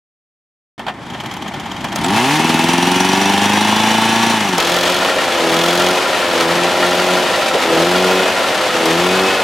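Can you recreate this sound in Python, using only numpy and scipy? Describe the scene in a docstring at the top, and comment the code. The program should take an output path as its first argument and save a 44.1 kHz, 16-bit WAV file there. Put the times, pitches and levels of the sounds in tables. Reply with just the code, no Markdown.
"""A quiet roadside, a small two-stroke moped on its stand: a pedal clanks, the engine is cranked,
catches and is held at full throttle. It runs rich, so only every few turns fire hard. Gas pulses boom
in the pipe and bark in the silencer, while the moving parts clatter, whine and ring the metal.
It is heard first from a few steps away, then abruptly from beside the handlebar, where the throttle
is opened again and again and the bodywork rattles."""
import sys
import numpy as np
from scipy import signal
from scipy.fft import rfft, irfft, next_fast_len
from scipy.io import wavfile
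from scipy.ndimage import uniform_filter1d

SR = 44100
rng = np.random.default_rng(int(sys.argv[2]) if len(sys.argv) > 2 else 0)


def inscribe(sig):
    """Save sig as 16-bit PCM at rate SR to the path in sys.argv[1].

    A 1-D sig is mono; a 2-D sig holds one channel per row.
    Samples are clipped to [-1, 1] before scaling.
    """
    pcm = np.round(np.clip(np.atleast_2d(sig).T, -1, 1) * 32767)
    wavfile.write(sys.argv[1], SR, pcm.astype(np.int16))


N = 415863
TIME = np.arange(N) / SR

PEDAL_S, PUSH_LENGTH_S = 1.03, .086   # the pedals begin to turn the engine
LIT_S = 1.95   # the engine starts to fire
SHUT_S, SHUT_LENGTH_S = 4.32, .12   # the long rev ends
NEAR_S = 4.58   # the listener jumps to the handlebar

# Throttle blips. Each row: opening and closing in seconds, target speed in turns per second,
# time constant of the pull in seconds, then the lift of boom, bark and knock in dB.
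BLIPS = [(4.52, 5.014, 92, 0.23, 5.5, 0, 13.5), (5.476, 5.95, 98, 0.46, 10, 3.5, 13.5),
         (6.412, 6.693, 97.7, .397, 9, 3, -1), (6.828, 7.224, 90.9, 0.046, 8.5, 3.5, 8),
         (7.747, 8.227, 93.2, .089, 12, 3.5, 9), (8.874, 9.278, 96.6, .13, 11.5, 2, 7.5)]
# The bright crack of struck metal. Each row: frequency in Hz, level in dB.
KNOCK_COLOUR = [(300, 2), (900, -16), (2000, 0.5), (3200, 14), (5500, 7.5), (8000, -0.5), (12000, -4.5),
                (16000, -14)]
# The ring of the frame tubes. Each row: frequency in Hz, level in dB, ring time in seconds.
FRAME_MODES = [(750, -7, 0.16), (914, -14, 0.055), (1810, -3, 0.21), (2380, -3, 0.091), (3200, 1, .08)]


def from_db(db):
    """Decibels to gain."""
    return 10 ** (np.asarray(db) / 20)


def ramp(start_s, length_s):
    """A straight rise from 0 to 1."""
    return np.clip((TIME - start_s) / length_s, 0, 1)


def held(opens_s, closes_s, ease_s):
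    """Attack, hold and release, half open at the two given times."""
    return ramp(opens_s - ease_s / 2, ease_s) - ramp(closes_s - ease_s / 2, ease_s)


def viewpoint(far, near):
    """A hard cut from a few steps away to the handlebar."""
    close = ramp(NEAR_S, .002)
    return far * (1 - close) + near * close


def at_hz(points, hz):
    """A spectrum read on a log-frequency axis."""
    f, value = np.transpose(points)
    return np.interp(np.log(hz + 1), np.log(f), value)


def cut(x, edge_hz, kind, order=2):
    """Butterworth filter."""
    return signal.sosfilt(signal.butter(order, edge_hz, kind, fs=SR, output="sos"), x)


def evened(x, band=None):
    """Hold the running level (within a band, if given) at 1."""
    power = np.atleast_2d(x if band is None else cut(x, band, "band", order=4)) ** 2
    running = uniform_filter1d(uniform_filter1d(power.mean(0), SR // 8), SR // 8)
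    return x / np.sqrt(np.abs(running) + 1e-12)


def noise(colour):
    """Stereo noise of rms 1, coloured by (Hz, dB) points and wider towards the treble."""
    # Stereo image. Each row: frequency in Hz, likeness of left and right from 0 to 1.
    likeness = [(100, 0.95), (500, 0.94), (1000, 0.97), (2000, 0.88), (4000, 0.83), (12000, .74)]
    length = next_fast_len(N)
    hz = np.arange(length // 2 + 1) * SR / length
    mid, side = rfft(rng.standard_normal((2, length))) * from_db(at_hz(colour, hz))
    alike = at_hz(likeness, hz)
    x = irfft(np.sqrt(1 + alike) * mid + np.sqrt(1 - alike) * side * [[1], [-1]], length)[:, :N]
    return x / x.std()


def clicks_at(rows):
    """One click for each (seconds, dB) row."""
    s, db = np.transpose(rows)
    clicks = np.zeros(N)
    clicks[np.round(s * SR).astype(int)] = from_db(db)
    return clicks


def strokes(turns, spread_db, jitter_s=0):
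    """One click at every whole turn, uneven in strength and time."""
    at = np.flatnonzero(np.diff(np.floor(turns)) > 0)
    strength, late = rng.standard_normal((1000, 2))[:len(at)].T
    at = np.clip(at + np.round(late * jitter_s * SR).astype(int), 0, N - 1)
    clicks = np.zeros(N)
    clicks[at] = from_db(spread_db * np.clip(strength, -2, 2))
    return clicks


def fade(clicks, t60):
    """Each click starts an envelope that falls 60 dB in t60 seconds."""
    return signal.lfilter([1], [1, -from_db(-60 / (t60 * SR))], clicks + 1e-18)


def ring(clicks, modes, spread_db):
    """Struck modes; every click excites each with a strength of its own."""
    out, at = np.zeros((2, N)), np.flatnonzero(clicks)
    for hz, db, t60 in modes:
        r, w = from_db(-60 / (t60 * SR)), 2 * np.pi * hz / SR
        hit_db = db + spread_db * rng.normal(size=len(at)) + 2 * rng.normal(size=(2, len(at)))
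        hits = np.full((2, N), 1e-18)
        hits[:, at] = clicks[at] * from_db(hit_db)
        out += signal.lfilter([0, np.sin(w)], [1, -2 * r * np.cos(w), r * r], hits)
    return out


def resonate(x, resonances):
    """Parallel resonances of alternating sign."""
    out = 0
    for k, (hz, width, db) in enumerate(resonances):
        r, w = np.exp(-np.pi * width / SR), 2 * np.pi * hz / SR
        band = signal.lfilter(np.array([1, 0, -1]) * (1 - r * r) / 2, [1, -2 * r * np.cos(w), r * r], x)
        out = out + (-1) ** k * from_db(db) * band
    return out


def street():
    """Distant traffic lays a low, steady bed."""
    # Traffic rumble. Each row: frequency in Hz, level in dB.
    rumble = [(20, -39), (50, -17), (100, -4), (220, -3), (450, -10), (900, -8), (1900, -15), (4000, -34),
              (15000, -55)]
    return from_db(-34.5) * noise(rumble)


def thuds():
    """The side cover bumps on the frame: a short, hollow boom."""
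    # Bumps of the cover. Each row: start in seconds, strength in dB.
    bumps = [(5.159, -11.5), (7.372, -11.5), (7.545, -5), (7.76, -10), (7.795, -13), (8.395, -12),
             (8.744, -15)]
    body = noise([(100, -32), (250, -12), (380, -2.5), (620, 4), (800, -4.5), (1200, -24),
                  (4000, -22), (15000, -55)])
    return from_db(-4) * cut(fade(clicks_at(bumps), .18), 90, "low", order=1) * body


def clanks():
    """Pedal and stand knock on the frame: a short crash, a bright tick and the ring of the tubes."""
    # Knocks on the frame. Each row: start in seconds, strength in dB, lift of the tick in dB.
    knocks = [(0.794, -14, -8), (0.866, -9.5, -26), (0.882, -8, -35), (0.898, -27, -36),
              (1.146, -13.5, -24), (1.237, -18, -5), (1.339, -18, 2), (1.46, -17, -20), (1.539, -14, -12),
              (1.843, -8.5, -4.5), (1.927, -11, -6), (1.959, -10, 6), (1.974, -14, -20), (2.044, -5, -4),
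              (4.581, -5, 3), (5.047, -3.5, -3), (6.409, -5, 1.5), (8.856, -12, 9.5), (8.909, -8, -1)]
    s, db, treble_db = np.transpose(knocks)
    blows, ticks = clicks_at(np.c_[s, db]), clicks_at(np.c_[s, db + treble_db])
    body = noise([(100, -25), (400, -2), (750, 19.5), (2000, 4), (3300, 5.5), (5000, -10), (15000, -30)])
    crash = from_db(-8) * cut(fade(blows, .093), 500, "low", order=1) * body
    tick = from_db(-7) * fade(ticks, .03) * cut(noise(KNOCK_COLOUR), 5000, "high")
    tubes = from_db(-20) * ring(blows, FRAME_MODES, spread_db=2)
    # a small steel part pings as the engine catches
    ping = ring(clicks_at([(2.045, -18.5)]), [(7700, 0, .05)], spread_db=0)
    return crash + tick + tubes + ping


def mudguard(turns, clatter_db):
    """Every few turns the drive binds: it chirps at a pitch set by its speed and shakes the mudguard."""
    # The loose mudguard's ring. 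Each row: frequency in Hz, level in dB, ring time in seconds.
    modes = [(1381, -1.5, 0.11), (1866, -2, 0.083), (2833, -7.5, 0.06), (4520, -10, 0.075)]
    # Its loudest slaps. Each row: start in seconds, strength in dB.
    slaps = [(5.0866, -15), (5.185, -14.5), (5.7983, -18), (6.131, -14), (6.8293, -14.5), (6.9192, -15),
             (6.9965, -13), (7.255, -20), (7.3422, -15.5), (7.425, -14)]
    turns_per_bind, one_bind_s = 7.53, 6.752
    binds = (turns - turns[int(one_bind_s * SR)]) / turns_per_bind
    taps = strokes(binds, spread_db=1.5, jitter_s=.003) * from_db(clatter_db + viewpoint(-8, -.5))
    chirp = cut(fade(taps, .13), 70, "low", order=1) * np.sin(2 * np.pi * 15.4 * turns)
    return from_db(1.5) * chirp + ring(taps + clicks_at(slaps), modes, spread_db=1.5)


def whine(turns, speed):
    """Under load the drive sings on high multiples of the crankshaft speed, fluttering in level."""
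    # The drive's partials: multiples of the crankshaft speed, then their balance in dB, far and near.
    orders = (11, 13, 18, 23, 27, 32, 36)
    far_partials_db = (-22, -8, -24, -15, 0.5, 2.5, 0.5)
    near_partials_db = (4.5, -1.5, -1, -10, 3, -14, -23)
    flutter = cut(rng.standard_normal((len(orders), N)), 26, "low")
    partials = np.sin(2 * np.pi * np.outer(orders, turns)) * from_db(3 * flutter / flutter.std())
    engaged = np.clip((speed - 65) / 17, 0, 1) * (1 - ramp(SHUT_S, SHUT_LENGTH_S))
    far = engaged * from_db(-34) * (from_db(far_partials_db) @ partials)
    near_db = -42.5 + 2.2 * np.maximum(speed - 88.6, 0)   # swells above 88.6 turns per second
    return viewpoint(far, from_db(near_db) * (from_db(near_partials_db) @ partials))


def chuffs(turns):
    """Each unlit compression ends in a puff and a clack of cylinder and frame; the chain rattles."""
    # The cold cylinder's clack. 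Each row: frequency in Hz, level in dB, ring time in seconds.
    cylinder = [(3030, 0, .05), (3230, -1.5, 0.064), (3370, -12, .06), (6780, -12, .04),
                (10960, -13.5, .04), (12400, -22, .05)]
    chain_per_s = 41
    pedalling = ramp(PEDAL_S - PUSH_LENGTH_S / 2, PUSH_LENGTH_S + .1) * (TIME < LIT_S)
    compressions = strokes(turns, spread_db=1) * pedalling * from_db(-23)
    chain = (rng.random(N) < chain_per_s / SR) * from_db(-53 + 4 * rng.standard_normal(N)) * pedalling
    air = noise([(300, -17), (900, 11.5), (1800, 8), (2500, 3), (3250, 6), (4200, 0), (6800, .5),
                 (9000, -17), (12000, -10), (16000, -33)])
    puff = from_db(-3) * cut(fade(compressions, .06), 120, "low", order=1) * air
    clack = from_db(-6.5) * ring(compressions, cylinder, spread_db=2.5)
    return puff + clack + ring(from_db(-15) * compressions + chain, FRAME_MODES, spread_db=4.5)


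def firing(turns):
    """Which turns fire hard, the gain of each turn, and the strength of the intake pulse."""
    # The misfiring rhythm. Each row: start in seconds, turns per hard firing, its accent in dB,
    # intake pulse as a share of a plain exhaust pulse.
    misfiring = [(0, 1, 0, .75), (2.38, 4, 8, .05), (3.3, 4, 8.5, .35), (4.58, 2, 2.5, .3)]
    since, every, accent_db, intake = np.transpose(misfiring)
    row = np.searchsorted(since, TIME, "right") - 1
    hard = np.round(turns) % every[row] == 0
    return hard, from_db(accent_db[row] * hard), intake[row]


def knock(turns, speed, knock_db):
    """Hard firings crack through the cylinder and ring its cooling fins and a thin steel cover."""
    # The ring of fins and cover. Each row: frequency in Hz, level in dB, ring time in seconds.
    fins_far = [(3280, 12.5, 0.07), (6750, 7, 0.022), (9550, 5.5, 0.091), (11000, 9, 0.017)]
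    fins_near = [(3317, 2.5, 0.063), (6540, 2, 0.02), (9460, -8, 0.035), (11950, -4, 0.014),
                 (14300, -8, 0.012)]
    cover_modes = [(5790, 5.5, 0.091)]
    hard, _, _ = firing(turns)
    blows = strokes(turns, spread_db=1) * hard
    crack = evened(cut(fade(blows, .046), 140, "low", order=1) * noise(KNOCK_COLOUR))
    fins = viewpoint(evened(ring(blows, fins_far, spread_db=1)),
                     evened(ring(blows, fins_near, spread_db=1.5)))
    # from afar, the cover starts to sing as the speed rises
    cover = ring(blows, cover_modes, spread_db=1) * np.clip((speed - 74) / 14, 0, 1) * viewpoint(1, 0)
    return (TIME > LIT_S) * from_db(knock_db) * (crack + from_db(-4.5) * fins + cover)


def snarl(turns, clatter_db):
    """Every firing rings the crankcase and the silencer shell: a pitched, metallic rasp."""
    # Each row: frequency in Hz, level in dB, ring time in seconds.
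    shell = [(1416, -2, .018), (1767, 5, .015), (2100, -2.5, .027), (2605, 3, .013),
             (2965, 1, .023), (3425, -3, .021), (3760, -9.5, .0097)]
    blows = strokes(turns, spread_db=1.5) + .85 * strokes(turns + .4, spread_db=2)
    rasp = evened(cut(ring(blows, shell, spread_db=2), 900, "high"))
    return rasp * from_db(clatter_db + viewpoint(-5.5, -8)) * ramp(LIT_S, .15)


def clatter(turns, clatter_db):
    """Piston, belt drive and loose parts slap in every turn and merge into a beating rush."""
    # The clatter's tone while cranking, then running, far and near. Each row: frequency in Hz, level in dB.
    crank_colour = [(24, -43), (40, -5.5), (162, 1.5), (335, -5), (488, -21), (582, -12.5), (846, -6),
                    (1540, -14.5), (2190, -11), (2610, -17.5), (3190, -14.5), (3990, -21.5), (8890, -33.5),
                    (12000, -42), (15800, -55)]
    far_colour = [(24, -68), (40, -34), (96, 1), (130, -3), (203, 1), (344, -5.5), (453, -4.5), (611, -7.5),
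                  (805, -2), (1260, -13), (2670, -13.5), (4760, -24), (5960, -24), (11100, -35),
                  (15800, -46)]
    near_colour = [(24, -67), (40, -37), (81, -13), (133, -58), (171, 2.5), (296, 2), (362, -4), (400, 0.5),
                   (526, 2.5), (1110, -6), (1360, -6.5), (1580, -9), (3350, -12.5), (12000, -32.5),
                   (15800, -46)]
    loose_per_s = 190
    caught = ramp(LIT_S, .29)
    slaps = strokes(turns, spread_db=.5, jitter_s=.00033)
    slaps += 1.46 * strokes(turns + .5, spread_db=3.5, jitter_s=.00058)
    loose = (rng.random(N) < loose_per_s / SR) * from_db(2.2 * rng.standard_normal(N))
    power = cut(fade(caught * slaps ** 2 + .56 * loose ** 2, .059), 190, "low", order=1)
    beat = np.sqrt(np.abs(power) + .27 + .42 * (1 - caught))
    cranking = cut(noise(crank_colour), 140, "high", order=1)
    far = cut(noise(far_colour), 1500, "high", order=1)
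    near = cut(noise(near_colour), 1200, "high", order=1)
    rush = evened(beat * viewpoint(cranking * (1 - caught) + far * caught, near), band=(1500, 5000))
    return rush * from_db(clatter_db + viewpoint(-2.46, -1.38)) * from_db([[.8], [-.8]])


def gas_pulses(turns, spread_db, rough, jitter_s=0):
    """Exhaust and intake ports open half a turn apart: pressure pulses trailed by puffs of turbulence."""
    _, accent, intake = firing(turns)
    pulses = strokes(turns, spread_db, jitter_s) * accent
    pulses += strokes(turns + .5, spread_db, jitter_s) * intake
    puffs = fade(pulses, .063) * rng.standard_normal(N)
    return pulses / pulses.std() + rough * puffs / puffs.std()


def exhaust(turns, throttle, boom_db, bark_db):
    """Pulses boom in the pipe and bark in the silencer can; an unlit engine only puffs."""
    # Resonances of pipe and silencer, far and near. Each row: frequency in Hz, width in Hz, level in dB.
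    pipe_far = [(104.6, 17, -12), (189, 70, -0.5), (230.8, 86, 2.5), (278.4, 72.5, 0), (376.6, 41, -6)]
    pipe_near = [(86.5, 19, -18), (174.7, 33, -0.5), (261, 107, -1.5), (362, 60, 5.5), (416, 19, 2.5),
                 (457, 22, 3.5)]
    silencer_far = [(673, 50, -4), (802.4, 36, 5.5), (900, 44, 6), (960, 58, 2.5), (1140, 85, -6.5)]
    silencer_near = [(499, 55, 4.5), (623.5, 35.4, 5.5), (790, 39, 3.5), (997, 66, -3.5), (1230, 49, -34)]
    unlit = 1 - ramp(LIT_S, .1)
    # with the throttle shut the firing turns ragged
    coasting = np.clip((-18 - boom_db) / 12, 0, 1)
    pipe_rough = viewpoint(.07 + .2 * coasting, .17 + .4 * coasting) + unlit
    can_rough = viewpoint(.16, .45 - .19 * throttle) + unlit
    pipe_gas = gas_pulses(turns, spread_db=.7, rough=pipe_rough)
    can_gas = gas_pulses(turns, spread_db=1.1, rough=can_rough, jitter_s=.00005)
    # close by, a shut throttle starves the two lowest pipe resonances
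    drone = resonate(pipe_gas, pipe_near[:2]) * from_db(-7.5 * (1 - throttle))
    pipe = viewpoint(evened(resonate(pipe_gas, pipe_far)),
                     evened(drone + resonate(pipe_gas, pipe_near[2:])))
    can = viewpoint(evened(resonate(can_gas, silencer_far)), evened(resonate(can_gas, silencer_near)))
    boom = from_db(boom_db + viewpoint(-.38, -.2)) * cut(pipe, 71, "high") * from_db([[.55], [-.55]])
    bark = from_db(bark_db + viewpoint(-1.9, -.98)) * can * from_db([[-.4], [.4]])
    return boom + bark


def crank_speed(grips):
    """After the long rev, each blip pulls the speed towards its aim; friction drags it down between."""
    # The crankshaft while pedalled, checked by the first compression, then through the long rev.
    # Each row: time in seconds, speed in turns per second.
    cranking = [(1.13, 28.4), (1.15, 12.8), (1.26, 19.2), (1.55, 16.6), (1.68, 16.8), (1.8, 24), (1.95, 30),
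                (2.1, 49)]
    long_rev = [(2.3, 71.6), (2.34, 76.0), (2.45, 81.8), (2.6, 81.5), (2.66, 84.4), (3.2, 96.6),
                (3.66, 106.2), (4.28, 114.8), (4.35, 111.8), (4.58, 84.4)]
    lag_s, coast_turns_per_s2 = .043, 20.3
    _, _, aim, pull_s, *_ = np.transpose(BLIPS)
    start_up = np.interp(TIME, *np.transpose(list(cranking) + list(long_rev)))
    steps = np.arange(int(NEAR_S * SR), N, SR // 500)
    speeds = [start_up[-1]]
    for grip, dt in zip(grips.T[steps], np.diff(steps) / SR):
        pull = grip @ ((aim - speeds[-1]) / pull_s)
        drag = coast_turns_per_s2 * (1 - grip.sum())
        speeds.append(speeds[-1] + dt * (pull - drag))
    change = np.interp(TIME, steps / SR, speeds) - start_up[-1]
    r = np.exp(-1 / (lag_s * SR))   # the engine lags behind the grip
    return start_up + signal.lfilter([1 - r], [1, -r], change)


def loudness(speed, grips):
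    """Faders for boom, bark, clatter and knock: they ride from state to state, then answer each blip."""
    # The mix in each state of the engine. Each row: boom, bark, clatter and knock in dB.
    resting = (-39, -46, -39.5, -45)
    pedalling = (-35, -34, -34, -39)
    revving = (-18.5, -16.5, -17.5, -30.5)
    running_down = (-23, -21.5, -19.5, -36)
    coasting = (-28.5, -21, -19.5, -38)
    # The change in those four, in dB, where the speed suits the pipe in the long rev.
    tuned = (2.5, -1.5, -1.5, 3)
    resting, pedalling, revving, running_down, coasting, tuned = np.array(
        [resting, pedalling, revving, running_down, coasting, tuned])[:, :, None]
    catch_s, catch_lengths_s = 1.932, np.array([[.16], [.19], [.24], [.15]])
    on_pipe = np.exp(-((speed - 86.3) / 17) ** 2)   # peaks at 86.3 turns per second
    pedalling = pedalling + 3 * ramp(PEDAL_S, catch_s - PEDAL_S)   # the rider pushes ever harder
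    far = (resting + (pedalling - resting) * ramp(PEDAL_S, PUSH_LENGTH_S)
           + (revving - pedalling) * ramp(catch_s, catch_lengths_s)
           + (running_down - revving) * ramp(SHUT_S, SHUT_LENGTH_S) + tuned * on_pipe)
    opens, closes, _, _, boom_db, bark_db, knock_db = np.transpose(BLIPS)
    # the sound swells a little ahead of each pull and outlasts it
    swells = np.array([held(a - .084, b + .03, ease_s=.14) for a, b in zip(opens, closes)])
    boom_lift = (boom_db[:, None] * swells).max(axis=0)
    lift = np.array([boom_lift, bark_db @ swells, .6 * swells.max(axis=0), knock_db @ grips])
    return viewpoint(far, coasting + lift)


def scene():
    """The throttle sets speed and loudness; the crankshaft drives the engine, over a quiet street."""
    grips = np.array([held(opens, closes, ease_s=.1) for opens, closes, *_ in BLIPS])
    speed = crank_speed(grips)
    turns = np.cumsum(speed) / SR
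    turns -= turns[int(PEDAL_S * SR)]
    boom_db, bark_db, clatter_db, knock_db = loudness(speed, grips)
    engine = (exhaust(turns, grips.sum(axis=0), boom_db, bark_db) + snarl(turns, clatter_db)
              + clatter(turns, clatter_db) + knock(turns, speed, knock_db) + chuffs(turns))
    bodywork = mudguard(turns, clatter_db) + clanks() + thuds()
    return engine + bodywork + whine(turns, speed) + street()


def record(dry):
    """The sound cuts in abruptly; the highest peaks are rounded and the top is cut."""
    start_s, ceiling, cutoff_hz = .779, .95, 15900
    live = dry * ramp(start_s, .001)
    rounded = live / (1 + (live / ceiling) ** 4) ** (1 / 4)
    return signal.sosfilt(signal.ellip(10, .1, 80, cutoff_hz, fs=SR, output="sos"), rounded)


dry = scene()
out = record(dry)
inscribe(out)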